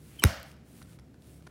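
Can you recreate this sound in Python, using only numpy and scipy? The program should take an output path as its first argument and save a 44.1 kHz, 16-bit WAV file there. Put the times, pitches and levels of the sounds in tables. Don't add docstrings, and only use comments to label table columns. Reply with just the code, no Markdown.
import sys
import numpy as np
from scipy import signal
from scipy.fft import rfft, irfft
from scipy.io import wavfile
from scipy.ndimage import uniform_filter1d

SR = 44100
rng = np.random.default_rng(int(sys.argv[2]) if len(sys.argv) > 2 else 0)


def persist_wave(psi):
    counts = np.round(np.clip(psi, -1, 1) * 32767).astype(np.int16)
    wavfile.write(sys.argv[1], SR, np.atleast_2d(counts).T)


N = 66150

# start_s, level_db
LID_CONTACTS = [(.2381, -1.34), (.2394, -21.5), (.2402, -25), (.2418, -30)]
LANDING_S = LID_CONTACTS[0][0]


def amp(db):
    return 10 ** (np.asarray(db) / 20)


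def unit(x):
    return x / np.sqrt(np.mean(x ** 2) + 1e-20)


def curve_at(points, hz):
    known_hz, values = np.transpose(points)
    return np.interp(np.log(hz + 1), np.log(known_hz + 1), values)


def add(mix, start_s, sound):
    part = mix[round(start_s * SR):][:len(sound)]
    part += sound[:len(part)]


def noise(spectrum, centre_hz=1000, db_per_octave=0, size=N):
    hz = np.fft.rfftfreq(size, 1 / SR)
    gain = amp(curve_at(spectrum, hz) - db_per_octave * abs(np.log2((hz + 1) / centre_hz)))
    return unit(irfft(rfft(rng.standard_normal(size)) * gain, size))


def drift(samples):
    return unit(uniform_filter1d(uniform_filter1d(rng.standard_normal(N), samples), samples))


def arch(t, start_s, length_s):
    return np.sin(np.pi * np.clip((t - start_s) / length_s, 0, 1))


def tone(hz):
    return np.sin(2 * np.pi * np.cumsum(hz) / SR)


def background():
    # frequency_hz, relative_db
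    floor_spectrum = [(20, -30), (38, -19.5), (52, -7.5), (70, -4), (95, -6.5), (140, 2), (200, -5.5),
                      (280, -8), (420, -15.5), (700, -23), (1000, -33), (1500, -33), (3000, -38),
                      (8000, -42.5), (16000, -48)]
    hum_hz = 69.9 * (1 + .0067 * drift(samples=4000))
    return amp(-53.5) * noise(floor_spectrum) + amp(-58.5) * tone(hum_hz)


def reverberation(source):
    # frequency_hz, t60_s
    decay_times = [(80, 0.18), (300, .35), (800, 0.65), (2000, 0.627), (5500, 0.57), (10000, 0.32),
                   (15000, 0.48)]
    # frequency_hz, gain_db
    band_gains = [(60, -24.5), (200, -13), (350, -18.5), (500, -7), (700, -1.5), (1000, -11.5),
                  (1430, -2.5), (2000, -8.5), (2700, -8.5), (3700, -14.5), (5200, -13), (8000, -21.5),
                  (11000, -22), (16000, -29)]
    gap_s, build_s = .011, .0089
    hz, t, bands = signal.stft(rng.standard_normal(N), SR, nperseg=512)
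    t60_s = curve_at(decay_times, hz)[:, None]
    decay = amp(curve_at(band_gains, hz)[:, None] - 60 * t / t60_s)
    energy_norm = np.sqrt(2 * np.log(1000) / (t60_s * SR))
    tail = signal.istft(bands * decay * energy_norm, SR, nperseg=512)[1][:SR]
    build_up = 1 - np.exp(-np.arange(SR) / SR / build_s)
    response = np.zeros(N)
    add(response, gap_s, tail * build_up)
    return signal.fftconvolve(source, response)[:N]


def early_reflections(source):
    # delay_s, gain_db
    echoes = [(.0104, -23), (.0112, -27), (.0122, -25.5), (.0135, -23.5), (.0156, -25.5), (.0212, -29.5),
              (.032, -32.5)]
    out = np.zeros(N)
    for delay_s, gain_db in echoes:
        add(out, delay_s, amp(gain_db) * source)
    return out


def rubbing():
    # start_s, length_s, level_db, centre_hz
    strokes = [(-.08, 0.43, -60.5, 11000), (0.426, 0.13, -63.5, 12000), (0.642, 0.11, -64.5, 10000),
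               (0.699, 0.17414, -60, 9000), (0.845, 0.14, -62, 5900), (1.186, 0.25, -63, 9000),
               (1.403, 0.11, -70.5, 3000)]
    # frequency_hz, relative_db
    cloth_spectrum = [(300, 8), (900, 2), (1700, 2), (3200, -0.5), (6500, -4.5), (9500, 0), (12500, -5),
                      (16000, -5.5)]
    # start_s, length_s, level_db
    handling_rub = (0.042, 0.49, -61)
    # frequency_hz, relative_db
    rub_spectrum = [(300, -9.5), (1200, -6.5), (2400, 3.5), (3300, -2.5), (5000, -10.5), (9000, -16.5),
                    (16000, -27.5)]
    t = np.arange(N) / SR
    hiss = sum(amp(db) * arch(t, start_s, length_s) * noise(cloth_spectrum, hz, db_per_octave=1.5)
               for start_s, length_s, db, hz in strokes)
    start_s, length_s, db = handling_rub
    rub = amp(db) * arch(t, start_s, length_s) * noise(rub_spectrum)
    grain = unit(np.exp(.22 * drift(samples=24)))
    return (hiss + rub) * grain


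def ticks_and_taps():
    # start_s, level_db, centre_hz
    ticks = [(0.1973, -38, 10400), (0.2153, -48.5, 5950), (.399, -44, 12500), (0.4301, -38, 9200),
             (0.5162, -47, 3773), (.567, -59, 5860), (1.222, -52.5, 5500)]
    # frequency_hz, relative_db
    tick_spectrum = [(300, -22), (1500, -12.5), (3500, 1.5), (5500, 2.5), (8000, -8), (12000, -2.5),
                     (16000, -9)]
    # start_s, length_s, level_db, centre_hz
    taps = [(0.814, 0.0089, -51.5, 1600), (0.824, 0.0067, -52, 7000), (0.856, 0.0057, -59, 2000),
            (0.987, 0.0056, -53.5, 2550), (0.994, 0.0059, -58, 5790), (1.142, 0.0048, -58.5, 2770),
            (1.287, 0.0038, -68, 903.9), (1.405, 0.0075, -60.5, 1502), (1.423, 0.0035, -56, 2400),
            (1.4659, 0.0082, -52, 3250), (1.4708, 0.0071, -48, 1000)]
    # frequency_hz, relative_db
    tap_spectrum = [(200, 12), (650, 3), (1200, -0.5), (1530, 6), (1780, -4.5), (2100, 0.5), (2600, -9.5),
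                    (3300, -6.5), (4300, -6), (5900, -6), (8000, -16.5), (10000, -6), (16000, -36)]
    tick_t60_s = .0051
    t, out = np.arange(SR // 20) / SR, np.zeros(N)
    for start_s, db, hz in ticks:
        burst = noise(tick_spectrum, hz, db_per_octave=7, size=len(t))
        add(out, start_s, amp(db - 60 * t / tick_t60_s) * burst)
    for start_s, length_s, db, hz in taps:
        burst = noise(tap_spectrum, hz, db_per_octave=3, size=len(t))
        add(out, start_s, amp(db) * arch(t, 0, length_s) * burst)
    return out


def settling_bump():
    t, pitch_hz = np.arange(N) / SR, 68
    return amp(-47.5) * arch(t, start_s=.345, length_s=.08) * np.sin(2 * np.pi * pitch_hz * t)


def padding_thud():
    # frequency_hz, relative_db
    puff_spectrum = [(60, -11), (170, 3.5), (300, 0), (500, -10.5), (1000, -12), (1500, -23), (5000, -41)]
    start_s, puff_t60_s, ring_hz, ring_t60_s = .2485, .055, 197, .19
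    t, out = np.arange(SR // 3) / SR, np.zeros(N)
    puff = amp(-24 - 60 * t / puff_t60_s) * noise(puff_spectrum, size=len(t))
    ring = amp(-29.5 - 60 * t / ring_t60_s) * np.sin(2 * np.pi * ring_hz * t)
    add(out, start_s, puff + ring)
    return out


def hinge_squeak():
    start_s, length_s, rise_s, first_hz, last_hz = .1895, .025, .005, 3150, 2927.8
    t, out = np.arange(0, length_s, 1 / SR), np.zeros(N)
    progress = t / length_s
    glide_hz = first_hz + (last_hz - first_hz) * progress
    jitter = 1 + .006 * drift(samples=90)[:len(t)]
    roughness = 1 + .14 * drift(samples=120)[:len(t)]
    envelope = np.minimum(t / rise_s, 1) * (1 - progress ** 1.4)
    add(out, start_s, amp(-35) * envelope * roughness * tone(glide_hz * jitter))
    return out


def hinge_scrape():
    # pitch_hz, bandwidth_hz, level_db
    resonances = [(307.2, 180, -3.5), (604, 250, -6), (1008, 220, -1.5), (2484, 260, 0), (3020, 500, -8.5),
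                  (4105, 400, -8.5), (5400, 290, -9.5), (7995, 240, -5.5)]
    start_s, first_db, last_db = .222, -40.5, -23.5
    t, out = np.arange(0, LANDING_S - start_s, 1 / SR), np.zeros(N)
    scrape = amp(-14) * rng.standard_normal(len(t))
    for hz, bandwidth_hz, db in resonances:
        pole = np.exp((2j * np.pi * hz - np.pi * bandwidth_hz) / SR)
        ring = signal.lfilter([1], np.poly([pole, pole]), rng.standard_normal(SR // 10)).real
        scrape += amp(db) * unit(ring[-len(t):])
    swell = amp(first_db + (last_db - first_db) * (t / t[-1]) ** 2)
    add(out, start_s, swell * unit(scrape))
    return out


def lid_thump():
    start_s, peak_s, sharpness, knock_t60_s = .2408, .0155, 6.5, .14
    final_hz, drop_hz, drop_s = 72, 350, .0048
    t, out = np.arange(SR // 5) / SR, np.zeros(N)
    pitch_hz = final_hz + drop_hz * np.exp(-t / drop_s)
    swell = amp(-9) * (t / peak_s * np.exp(1 - t / peak_s)) ** sharpness
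    knock = amp(-18.5 - 60 * t / knock_t60_s)
    add(out, start_s, np.hypot(swell, knock) * tone(pitch_hz))
    return out


def lid_clack():
    # pitch_hz, level_db, t60_s
    shell_modes = [(1085, -13.5, 0.013), (1426.9, -3, .007), (2074, -5, 0.0076), (2860, -11.5, .008),
                   (3784, -9, 0.0076), (4937, -12, 0.0079), (5460, -8, 0.0048), (6433, -10.5, 0.0077),
                   (8531.5, -13.5, 0.0046), (10370, -4.5, 0.0048), (12620, -11.5, .006),
                   (13570, -11.5, 0.0053), (15300, -23, .006)]
    crack_t60_s = .012
    t, out = np.arange(SR // 20) / SR, np.zeros(N)
    ring = sum((-1) ** k * amp(db - 60 * t / t60_s) * np.sin(2 * np.pi * hz * t)
               for k, (hz, db, t60_s) in enumerate(shell_modes))
    for start_s, db in LID_CONTACTS:
        crack = amp(-16 - 60 * t / crack_t60_s) * rng.standard_normal(len(t))
        add(out, start_s, amp(db) * (ring + crack))
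    return out


def scene():
    clack = lid_clack()
    phone = hinge_squeak() + hinge_scrape() + lid_thump() + ticks_and_taps()
    pulse = np.zeros(N)
    add(pulse, LANDING_S, amp([14]))
    room = early_reflections(clack) + reverberation(pulse + phone)
    return (clack + phone + room + padding_thud() + settling_bump() + rubbing() + background())[None]


def record(dry):
    low_cut_hz, high_cut_hz, ceiling = 44, 16000, .8
    high_pass = signal.butter(3, low_cut_hz, "highpass", fs=SR, output="sos")
    low_pass = signal.firwin(255, high_cut_hz, window=("kaiser", 9), fs=SR)
    saturated = ceiling * np.tanh(signal.sosfilt(high_pass, dry) / ceiling)
    return signal.oaconvolve(saturated, low_pass[None], "same")


dry = scene()
out = record(dry)
persist_wave(out)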